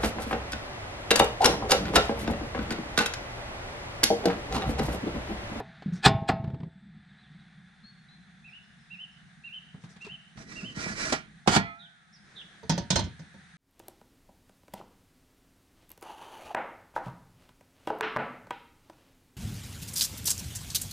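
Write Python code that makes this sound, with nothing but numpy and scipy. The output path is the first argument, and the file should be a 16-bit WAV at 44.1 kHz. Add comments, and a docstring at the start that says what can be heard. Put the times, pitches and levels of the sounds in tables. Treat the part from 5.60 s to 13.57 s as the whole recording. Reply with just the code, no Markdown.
"""Lighting a gas hob in a van

Inside a parked van the igniter's spring rasps and snaps, and the steel hob top rings.
The flame pops as it catches, then settles to a hiss. A kettle of water is dragged closer on the
right, bumps the hob as it is lifted, rings with a wobble as the water sloshes, and clatters down
on the pan support. Small birds sing outside."""
import sys
import numpy as np
from scipy import signal
from scipy.fft import rfft, irfft, next_fast_len
from scipy.io import wavfile

SR = 44100
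rng = np.random.default_rng(int(sys.argv[2]) if len(sys.argv) > 2 else 0)


def digitize_waveform(pressure):
    """Quantize a signal to 16-bit integers and store it at the path in sys.argv[1].

    Rows of a 2-D input are taken as channels; values are limited to [-1, 1].
    """
    field = np.atleast_2d(pressure).T
    bounded = np.clip(field, -1, 1)
    quanta = np.round(bounded * 32767).astype(np.int16)
    wavfile.write(sys.argv[1], SR, quanta)


N = 351477
T, CLOCK = np.arange(SR) / SR, np.arange(N) / SR  # seconds within one hit, and through the scene

# knocks: (time [s], clack [dB], thud [dB], thud pitch [Hz], treble tilt [dB/octave], ring [dB])
IGNITER_HITS = [(0.002, -33, -40.5, 172, -8, -48), (0.222, -45, -62, 200, -3.5, -72),
                (0.4625, -10.5, -12, 172.1, -1, -23.5), (0.477, -25.5, -20, 125, 2.5, -37),
                (0.689, -24.5, -43.5, 171, -1.5, -54), (0.6945, -20.5, -26.5, 125.1, -5.5, -33),
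                (0.716, -34, -45, 170, -6, -37)]
KNOB_HITS = [(4.143, -56, -41, 176, -6.5, -71), (4.238, -53.5, -41.5, 159, -0.5, -64),
             (4.363, -55.5, -52, 191, 1, -72), (4.447, -49.5, -47, 194, 2, -64),
             (4.465, -50, -44.5, 410, -1, -74), (4.772, -51, -43.5, 130, 0.5, -58.5)]
DRAG_JOLTS = [(5.031, -62, -35.5, 185, 0, -67), (5.170, -48, -33, 188, 0, -62),
              (5.263, -43, -35, 170, -6, -49), (5.302, -48, -36, 210, -5, -58),
              (5.5235, -22.5, -36, 250, 0, -31)]
LEAD_IN_AND_BUMPS = [(5.862, -46, -48, 400, -7, -54), (5.8743, -16.5, -20, 195, -1.5, -35),
                     (5.9625, -17.5, -19, 205, -1.5, -37)]  # a faint, dull lead-in, then the kettle's two bumps
LANDING_HITS = [(7.031, -51, -46.5, 445, -6, -54.5), (7.0955, -25, -23.5, 165.6, 0.5, -38.5),
                (7.116, -37, -31, 178, -3, -46), (7.178, -32.5, -31, 178.3, -2, -41),
                (7.3035, -22.5, -27, 165, 2, -38), (7.326, -37, -31, 185, -1, -48),
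                (7.3572, -22.5, -25.5, 83.5, 0, -35), (7.391, -31.5, -28.5, 102, -1, -49),
                (7.44, -51, -33, 85, 7, -74), (7.593, -53, -42.5, 156, -1, -65),
                (7.742, -57, -50.5, 189, -8, -65)]
# soft thumps as the knob is pushed in: (time [s], level [dB], pitch [Hz], rise [s])
PRESSES = [(.2595, -25, 189, 0.0043), (.279, -30, 171, .007), (.322, -27.5, 178, .011)]
# rubbing that swells until it lets go: (time [s], length [s], final level [dB])
SPRING_RASPS = [(0.416, .045, -11.7), (0.669, .021, -27)]
BASE_SCRAPE = (5.867, 0.092, -22)
# the hand brushing the knob and shoving the kettle: (time [s], length [s], level [dB])
BRUSHES = [(.322, .04, -52), (4.205, .045, -62.5), (4.285, 0.033, -59.5), (4.405, 0.068, -59.5)]
SHOVES = [(4.755, 0.052, -48.5), (4.86, 0.27, -49), (5.144, .19, -38), (5.348, 0.2, -34.2)]
# tone colour of knocks, rubbing and the shaking cabinet: (frequency [Hz], level [dB])
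SNAP = [(40, -50), (150, -29), (250, -1), (318, -10), (425, -2.5), (589, -21), (774, -4.5), (1000, -5),
        (1700, -9), (2800, -11), (4600, -13.5), (6150, -26), (8520, -23.5), (9610, -41), (15000, -54)]
BUMP = [(40, -40), (150, -22), (260, -3), (430, -3), (570, -11), (740, 0), (1200, -5.5), (2700, -13.5),
        (4200, -12.5), (7200, -15.5), (10000, -26.5), (11500, -40), (15000, -48.5)]
CLANK = [(150, -26), (250, 2), (411, -9), (540, 0.5), (900, -2.5), (1190, -9), (1850, -10.5), (2700, -13),
         (3200, -7.5), (4520, -6), (6150, -4.5), (9500, -22.5), (11500, -44), (15000, -53)]
DRAG = [(40, -6), (150, -14), (280, -4), (520, -8), (850, -11.5), (1350, -3.5), (2000, -5), (3200, -14.5),
        (5600, -7), (9600, -20), (11500, -38), (15000, -47)]
JUDDER = [(20, -18), (45, -7), (100, -10), (180, 0), (300, -6), (500, -17), (1500, -70)]
# short resonances of the struck parts: (pitch [Hz], width [Hz], level [dB])
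SNAP_PEAKS = [(780, 98, -3), (1450, 30, -7), (1729, 52, -8), (2480, 80, -11), (3525, 50, -5),
              (4085, 40, -4), (4930, 60, -5), (7900, 42, -17), (8570, 40, -14)]
BUMP_PEAKS = [(1410, 35, -7), (1850, 35, -1), (2280, 60, -4), (2960, 40, -6), (3465, 45, -1)]
CLANK_PEAKS = [(924, 45, 4.5), (1510, 41, -3), (4130, 28, -3), (4980, 40, -8)]
# modes, the notes metal rings at; t60 is the time to fade 60 dB: (pitch [Hz], level [dB], t60 [s])
HOB_MODES = [(118.5, -4, .45), (179, 4.5, .25), (418.7, 1, .17), (662, -1.5, .68), (768, -3, .38),
             (806, -8.5, .85), (888, -13.5, .85), (980, -6, .13), (1078, -10, .5), (1281, -17, .45),
             (1739, -5, .11), (1905, -17, .3), (2229, -27, .55), (2772, -28, .5), (3580, -27, .42)]
SUPPORT_MODES = [(80, .5, .7), (178.4, 4, .25), (335, -3, .24), (670, -6, .25), (933, -1, .3),
                 (1495, -6.5, .24), (1850, -7, .2), (3671, -5, .2), (4350, -8, .22), (4625, -9, .19),
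                 (6050, -2, .12)]
KETTLE_ON_HOB_MODES = [(641, -8, .24), (1410, -2.5, .19), (1700, -4, .1), (1940, 2, .09), (2350, -1.5, .19),
                       (4030, -10, .12), (4620, -8, .11), (5570, -6, .17)]
# the lifted kettle's walls: (pitch [Hz], level [dB], t60 [s], swing [Hz], time of top pitch [s])
WALL_MODES = [(1400, -41, 1.1, 115, 6.30), (1680, -31, .24, 70, 6.08), (1930, -29.5, .38, 150, 6.11),
              (2400, -47, .75, 35, 6.15), (3360, -41, .34, 60, 6.17), (4190, -45, .32, 60, 6.02),
              (5200, -44, .18, 30, 6.02)]

# dull pops and sharp spits of the catching flame: (time [s], level [dB])
POPS = [(0.508, -22), (0.548, -24.5), (0.618, -28.5), (0.733, -27), (0.798, -31), (0.840, -28.5),
        (0.875, -28), (0.897, -35.5), (0.934, -27.5), (1.000, -34.5), (1.030, -32), (1.062, -40)]
SPITS = [(.842, -37), (.875, -43), (.901, -43.5), (.9425, -42), (1.002, -42), (1.032, -44)]
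# tone colour of the burner's three noises: (frequency [Hz], level [dB])
ROAR = [(12, -54), (20, -21.5), (32, -25), (65, -10), (102, -16.5), (160, 1), (211, -4), (270, -23),
        (450, -41), (990, -120)]
HISS = [(190, -36.5), (330, -11.5), (450, -16), (611, -16), (729, -2.5), (977, -12), (1680, 4.5),
        (1890, 1.5), (2950, -13), (3550, -5.5), (4060, -9), (5200, -22.5), (9640, -38.5), (11000, -46),
        (14300, -80), (22000, -120)]
FIZZ = [(3200, -9), (6300, -1), (7400, -7), (9500, -2), (10800, -25.5), (15000, -32)]
# roar, hiss, fizz: (base level [dB], change once settled [dB], when screened [dB], when covered [dB])
FLAME_LEVELS = [(-53.5, -5.5, -5.5, -2), (-61.2, .5, -2.5, 3), (-86.5, 15, -4, 3)]
# the hiss and fizz dip after the loud snap, then recover: (time [s], level change [dB])
HISS_DUCKING = [(0, 7), (.4, 6), (1.1, -5), (1.6, 1), (2.6, -0.5)]
# thin whistles of the cold jet: (time [s], length [s], pitch [Hz], width [Hz], level [dB])
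JET_WHISTLES = [(.75, 1.3, 7760, 160, -91), (.8, 1.4, 8750, 110, -95), (.4, 3.4, 3500, 200, -78)]

# one bird's two-note calls: (time [s], second note's pitch [Hz], relative level [dB])
CALLS = [(2.835, 2952, -48), (3.297, 3076, -42.5), (3.832, 3090, -41), (4.402, 3070, -42.5),
         (4.95, 3100, -41)]
# other birds' notes: (time [s], pitch [Hz], relative level [dB], length [s])
FALLING_NOTES = [(s, 5130, -72, .087) for s in (2.875, 3.02, 3.18, 3.33, 3.505)]
WHISTLE_NOTES = [(1.58, 4030, -62, 0.045), (2.23, 4340, -54, .09), (2.48, 4050, -58, 0.079)]
BUZZ_NOTES = [(1.49, 3500, -67, .06), (1.62, 3570, -63, .065), (1.78, 3900, -65, .06),
              (6.18, 3570, -51, .1), (6.52, 5240, -56.5, .06), (6.753, 3490, -43, 0.081)]

# how long sound lingers in the van: (frequency [Hz], t60 [s])
CABIN_DECAY = [(150, 0.39), (400, .14), (1000, .24), (2500, 0.35), (5000, .2), (9000, 0.068), (15000, .14)]
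# how alike left and right are: (frequency [Hz], likeness [0-1])
LIKENESS = [(100, 0.7), (400, 0.9), (800, 0.5), (1500, 0.3), (5000, .35), (10000, 0.1)]
# stereo spread, mono at first: (time [s], width [0-1])
STEREO_WIDTH = [(1.3, 0), (3.0, 1)]


def igniter():
    """The knob goes in; the spring rasps, snaps and bounces back; later the hand brushes away."""
    sound = knocks(IGNITER_HITS, SNAP, SNAP_PEAKS, HOB_MODES, peak_db=6, hold_s=.0057, fall_s=.007,
                   tail_db=-14.5, clunk_db=-8, clunk_hz=743.8, thud_rise_s=.0041, boom_db=-5.5)
    sound += knocks(KNOB_HITS, SNAP, (), HOB_MODES, peak_db=0, hold_s=.0057, fall_s=.01,
                    tail_db=-6, clunk_db=-7, clunk_hz=420, thud_rise_s=.0049, boom_db=-5)
    loading = swells(SPRING_RASPS, power=3.1, stop_db_per_s=1800)
    sound += rub(loading, SNAP, SNAP_PEAKS, peak_db=11, tilt_db=2.5, grain_db=1.5, grain_hz=500)
    brushing = strokes(BRUSHES, rise_s=.017, sag_db_per_s=30, stop_db_per_s=300)
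    sound += rub(brushing, DRAG, tilt_db=1, grain_db=2, grain_hz=250)
    for s, db, hz, rise_s in PRESSES:
        add(sound, s, amp(db) * thud(hz, rise_s, boom_db=-13.5, boom_t60=.44))
    return sound


def flame_catching(first_hz=122, last_hz=174):
    """The flame pops and spits as it runs round the ring; the pops climb in pitch as it settles."""
    sound = np.zeros((2, N))
    for s, db in POPS:
        progress = (s - POPS[0][0]) / (POPS[-1][0] - POPS[0][0])
        hz = first_hz + (last_hz - first_hz) * progress ** 4.2
        add(sound, s, amp(db) * thud(hz, rise_s=.005, boom_db=-4, boom_t60=.2))
    spit_shape = np.exp(-T / .006) * (1 - np.exp(-T / .001))
    for s, db in SPITS:
        add(sound, s, amp(db) * spit_shape * noise(SNAP, SR, tilt_db=-4.5))
    return sound


def burner(settle_from_s=1.35, pass_s=6.3, cover_s=6.62):
    """The gas jet hisses and whistles; the roar eases; a high fizz fades in as the stereo opens."""
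    settled = 1 - np.exp(-since(settle_from_s) / .85)
    screened = np.exp(-((CLOCK - pass_s) / .3) ** 2)  # the kettle passes in front
    covered = 1 - np.exp(-since(cover_s) / .08)  # the kettle is over the flame
    roar_db, hiss_db, fizz_db = (db + settle_db * settled + screen_db * screened + cover_db * covered
                                 for db, settle_db, screen_db, cover_db in FLAME_LEVELS)
    duck_db = curve(HISS_DUCKING)
    sound = amp(roar_db + 2 * wander(N, 12)) * noise(ROAR, N)
    sound += amp(hiss_db + duck_db + .6 * wander(N, 15)) * noise(HISS, N)
    sound += amp(fizz_db + duck_db) * noise(FIZZ, N)
    spreading = covered * amp(-57 - 22 * since(cover_s))  # the flame fans out under the base
    sound += spreading * noise(DRAG, N, tilt_db=-3)
    for s, length, hz, width, db in JET_WHISTLES:
        n = round(length * SR)
        add(sound, s, amp(db) * signal.windows.tukey(n) * fuzzy_tone(hz, width, n))
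    return sound


def kettle_dragged():
    """The kettle jolts and rubs over the steel, which keeps it ringing and shakes the cabinet."""
    sound = knocks(DRAG_JOLTS, BUMP, (), KETTLE_ON_HOB_MODES, peak_db=0, hold_s=.0058, fall_s=.011,
                   tail_db=-7.5, clunk_db=-2.5, clunk_hz=627, thud_rise_s=.0052, boom_db=-3.5)
    shoving = strokes(SHOVES, rise_s=.07, sag_db_per_s=38, stop_db_per_s=298)
    sound += amp(-32.5) * shoving ** .35 * noise(JUDDER, N)  # rumble grows more slowly than rubbing
    sound += rub(shoving, DRAG, grain_db=1, grain_hz=200)
    ringing = np.zeros(N)
    for hz, db, _ in KETTLE_ON_HOB_MODES:  # each bends and swells as the contact shifts
        tone = fuzzy_tone(hz * (1 + .011 * wander(SR, 12)), width_hz=55, n=SR)
        add(ringing, SHOVES[0][0], amp(db + 3 * wander(SR, 12)) * tone)
    return sound + amp(-7.5) * shoving * ringing


def kettle_lifted(lift_s=5.9625, nearest_s=6.11, slosh_period_s=.36):
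    """After a faint, dull lead-in the kettle bumps and scrapes; water bends the ring of its walls."""
    # the kettle's weight stiffens the top and shortens its ring
    pressed = [(1.035 * hz, db, .8 * t60) for hz, db, t60 in HOB_MODES]
    sound = knocks(LEAD_IN_AND_BUMPS, BUMP, BUMP_PEAKS, pressed, peak_db=3, hold_s=.0055, fall_s=.0091,
                   tail_db=-7, clunk_db=-2, clunk_hz=760, thud_rise_s=.0042, boom_db=-3.5)
    tipping = swells([BASE_SCRAPE], power=.99, stop_db_per_s=552)
    sound += rub(tipping, BUMP, BUMP_PEAKS, peak_db=7.5, tilt_db=.5, grain_db=2, grain_hz=402)
    near_db = 6 * np.exp(-((lift_s + T - nearest_s) / .06) ** 2)  # it swings past the listener
    for hz, db, t60, swing_hz, crest_s in WALL_MODES:
        pitch = hz + swing_hz * np.cos(2 * np.pi * (lift_s + T - crest_s) / slosh_period_s)
        add(sound, lift_s, amp(db + near_db - 60 * T / t60) * sine(pitch))
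    return sound


def kettle_set_down():
    """The base lands on the pan support, clatters from arm to arm and settles."""
    return knocks(LANDING_HITS, CLANK, CLANK_PEAKS, SUPPORT_MODES, peak_db=4, hold_s=.0056,
                  fall_s=.0081, tail_db=-2.5, clunk_db=-14, clunk_hz=393, thud_rise_s=.0096,
                  boom_db=-1, shifting=True)


def birds(cabin_db=-7, cabin_t60=.1, trees_db=-8, trees_t60=.63):
    """Song comes in through the open door, bounces round the cabin and echoes among the trees."""
    direct = two_note_calls()
    direct += song(FALLING_NOTES, glide=-.054, arch=-.036, fade=.35, quiver=.0082, quiver_hz=200)
    direct += song(WHISTLE_NOTES, glide=.018, arch=.022, fade=.27, quiver=.0075, quiver_hz=200)
    direct += song(BUZZ_NOTES, glide=-.135, arch=.09, fade=.57, quiver=.05)
    t60 = np.array([cabin_t60, trees_t60])[:, None, None]
    tails = rng.standard_normal((2, 2, SR)) * amp(-60 * T / t60)
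    tails /= np.linalg.norm(tails, axis=2, keepdims=True)
    echo = amp(cabin_db) * tails[0] + amp(trees_db) * tails[1]
    return .62 * direct + signal.fftconvolve(direct[None], echo, axes=1)[:, :N]


def two_note_calls(first_s=.068, second_s=.086, delay_s=.079):
    """A low note, then a higher one; the voice box's other side adds a faint tone to the first."""
    first = [(s, .905 * hz, db - 2, first_s) for s, hz, db in CALLS]
    upper = [(s, 1.45 * hz, db - 23, length) for s, hz, db, length in first]
    second = [(s + delay_s, hz, db, second_s) for s, hz, db in CALLS]
    return song(first + upper, glide=-.035, arch=.16) + song(second, glide=.04, arch=.2)


def song(notes, glide, arch, fade=.5, quiver=.013, quiver_hz=250):
    """One bird: nearly pure notes that slide, arch and quiver in pitch, each fading in and out."""
    out = np.zeros(N)
    for s, hz, db, length in notes:
        t = np.arange(0, length, 1 / SR)
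        along = 2 * t / length - 1
        pitch = hz * (1 + glide * along - arch * along ** 2)
        pitch *= 1 + quiver * wander(len(t), quiver_hz)
        add(out, s, amp(db) * signal.windows.tukey(len(t), fade) * np.sqrt(2) * sine(pitch))
    return out


def knocks(rows, colour, peaks, modes, peak_db, hold_s, fall_s, tail_db, clunk_db, clunk_hz,
           thud_rise_s, boom_db, shifting=False):
    """Each knock: a clack, a metallic tail, a worktop clunk, a cabinet thud and ringing steel."""
    out = np.zeros((2, N))
    for s, db, thud_db, thud_hz, tilt_db, ring_db in rows:
        burst = noise(colour, SR, peaks, peak_db, tilt_db)
        clack = burst * np.exp(-np.maximum(T - hold_s, 0) / fall_s)
        clack += amp(tail_db) * cabin(lesser_modes(burst)) * (1 - np.exp(-T / fall_s))
        clack += amp(clunk_db - tilt_db) * panel(clunk_hz, rise_s=.0018)  # duller knocks clunk more
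        steel = ring(new_contact(modes) if shifting else modes)
        cabinet = thud(thud_hz, thud_rise_s, boom_db, boom_t60=.28)
        add(out, s, amp(db) * clack + amp(thud_db) * cabinet + amp(ring_db) * steel)
    return out


def ring(modes):
    """Ringing steel, a little different left and right; each mode beats with a weaker, shorter twin."""
    out = np.zeros((2, SR))
    for hz, db, t60 in modes:
        phase = rng.uniform(0, 2 * np.pi) + .5 * rng.standard_normal((2, 1))
        twin_hz = hz + rng.choice([-1, 1]) * rng.uniform(10, 35)
        twin = .5 * amp(-20 * T / t60) * np.sin(2 * np.pi * twin_hz * T - phase)
        out += amp(db - 60 * T / t60) * (np.sin(2 * np.pi * hz * T + phase) + twin)
    return (1 - np.exp(-T / .0037)) * out


def new_contact(modes):
    """Touching at a new spot retunes the modes a little and favours different ones."""
    return [(hz * rng.uniform(.965, 1.035), db + rng.uniform(-6, 4), t60) for hz, db, t60 in modes]


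def lesser_modes(burst, lowest_hz=300, slot_hz=120, share=.75):
    """Gathers the metal's share of a burst into scattered tones, one in each narrow slot of pitch."""
    slots = np.arange(lowest_hz, SR // 2 - slot_hz, slot_hz)
    power = np.where(np.arange(SR // 2 + 1) < lowest_hz, 1, 1 - share)
    power[slots + rng.integers(0, slot_hz, len(slots))] += share * slot_hz
    return irfft(rfft(burst) * np.sqrt(power), SR)


def thud(hz, rise_s, boom_db, boom_t60):
    """A low push on a panel, followed by the boom of the cabin."""
    boom = noise([(25, -26), (55, -9.5), (90, -4), (190, .5), (280, -12), (450, -19.5),
                  (9000, -90.5)], SR)
    return panel(hz, rise_s) + amp(boom_db - 60 * T / boom_t60) * (1 - np.exp(-T / rise_s)) * boom


def panel(hz, rise_s):
    """A heavily damped panel swings a few times and stops."""
    return T / rise_s * np.exp(1 - T / rise_s) * np.sin(2 * np.pi * hz * T) * np.sqrt(2)


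def rub(strength, colour, peaks=(), peak_db=0, tilt_db=0, *, grain_db, grain_hz):
    """Sliding surfaces grip and let go; tiny uneven slips make the noise grainy."""
    grip_db = wander(N, 45)
    friction = noise(colour, N, peaks, peak_db, tilt_db)
    return strength * friction * unit(amp(grip_db + grain_db * wander(N, grain_hz)))


def strokes(rows, rise_s, sag_db_per_s, stop_db_per_s):
    """Each push builds up, eases off while it lasts and dies quickly when it stops."""
    return sum(np.clip((CLOCK - s) / rise_s, 0, 1)
               * amp(db - sag_db_per_s * since(s + rise_s) - stop_db_per_s * since(s + length))
               for s, length, db in rows)


def swells(rows, power, stop_db_per_s):
    """Pressure grows on a contact until it lets go."""
    return sum(np.clip((CLOCK - s) / length, 0, 1) ** power * amp(db - stop_db_per_s * since(s + length))
               for s, length, db in rows)


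def cabin(x):
    """A burst dies away band by band, as sound does between the van's walls."""
    hz, spectrum = np.fft.rfftfreq(SR, 1 / SR), rfft(x)
    centres, t60s = np.transpose(CABIN_DECAY)
    bands = [value_at(list(zip(centres, row)), hz) for row in np.eye(len(centres))]
    return sum(irfft(spectrum * band, SR) * amp(-60 * T / t60) for band, t60 in zip(bands, t60s))


def place(x, pan_db, lag_ms=0):
    """A sound on the right is weaker, and can be later, on the left; bass bends round to both sides."""
    size = next_fast_len(N + 100, True)
    hz = np.fft.rfftfreq(size, 1 / SR)
    shade = hz ** 2 / (hz ** 2 + 350 ** 2) / (1 + (hz / 12000) ** 2)
    left = amp(pan_db * shade / 2) * np.exp(-2j * np.pi * hz * lag_ms / 1000)
    right = amp(-pan_db * shade / 2)
    return irfft(rfft(x, size) * np.array([left, right]), size)[:, :N]


def noise(colour, n, peaks=(), peak_db=0, tilt_db=0):
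    """Stereo noise of a given tone colour, with any narrow resonances standing out of it."""
    size = next_fast_len(n, True)
    hz = np.fft.rfftfreq(size, 1 / SR)
    mid, side = rfft(rng.standard_normal((2, size)))
    alike = np.clip(value_at(LIKENESS, hz), 0, 1)
    pair = np.sqrt(1 + alike) * mid + np.array([[1], [-1]]) * np.sqrt(1 - alike) * side
    lift = sum(amp(peak_db + db / 2) / (1 + ((hz - f) / (width / 2)) ** 2) for f, width, db in peaks)
    octaves = np.log2(np.maximum(hz, 500) / 2000)
    db = value_at(colour, hz) + tilt_db * octaves
    if len(peaks):  # a metal part's countless lesser modes ripple its treble
        grid = np.arange(0, SR / 2, 55)
        db += 4.5 * hz / (hz + 1200) * np.interp(hz, grid, rng.standard_normal(len(grid)))
    return unit(irfft(pair * amp(db) * (1 + lift), size)[:, :n])


def fuzzy_tone(hz, width_hz, n):
    """A resonance kept going by noise: a blurred tone around the pitch hz."""
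    phase = 2 * np.pi * np.cumsum(hz * np.ones(n)) / SR
    return unit(wander(n, width_hz / 2) * np.cos(phase) + wander(n, width_hz / 2) * np.sin(phase))


def sine(pitch):
    """A pure tone that follows a changing pitch."""
    return np.sin(2 * np.pi * np.cumsum(pitch) / SR)


def wander(n, hz):
    """A random wobble, mostly slower than hz."""
    spectrum = rfft(rng.standard_normal(n))
    return unit(irfft(spectrum / (1 + (np.fft.rfftfreq(n, 1 / SR) / hz) ** 4), n))


def amp(db):
    """Decibels to gain."""
    return 10 ** (np.asarray(db) / 20)


def unit(x):
    """Scales a signal to an average strength (rms) of 1."""
    return x / np.sqrt(np.mean(x ** 2) + 1e-20)


def value_at(points, hz):
    """Looks up a frequency table, joining its points on a log axis."""
    f, value = np.transpose(points)
    return np.interp(np.log(hz + 1), np.log(f + 1), value)


def curve(rows):
    """A time table's value at every sample."""
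    return np.interp(CLOCK, *np.transpose(rows))


def since(s):
    """Seconds gone by since time s, zero before it."""
    return np.maximum(CLOCK - s, 0)


def add(mix, s, sound):
    """Mixes a sound in at time s."""
    part = mix[..., max(round(s * SR), 0):][..., :sound.shape[-1]]
    part += sound[..., :part.shape[-1]]


def scene():
    """The hob, the kettle on the right and the birds together."""
    hob = igniter() + flame_catching() + burner()
    kettle = place(kettle_dragged() + kettle_lifted(), pan_db=-7, lag_ms=.249)
    kettle += place(kettle_set_down(), pan_db=-5)
    return hob + kettle + birds()


def record(dry):
    """The sound opens from mono to stereo; the tallest peaks and the highest treble are cut off."""
    mid = dry.mean(0)
    wide = mid + curve(STEREO_WIDTH) * (dry - mid)
    clipped = np.clip(wide, -.9, .9)
    lowpass = signal.firwin(511, cutoff=15000, window=("kaiser", 9), fs=SR)
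    return signal.oaconvolve(clipped, lowpass[None], "same")


dry = scene()
out = record(dry)
digitize_waveform(out)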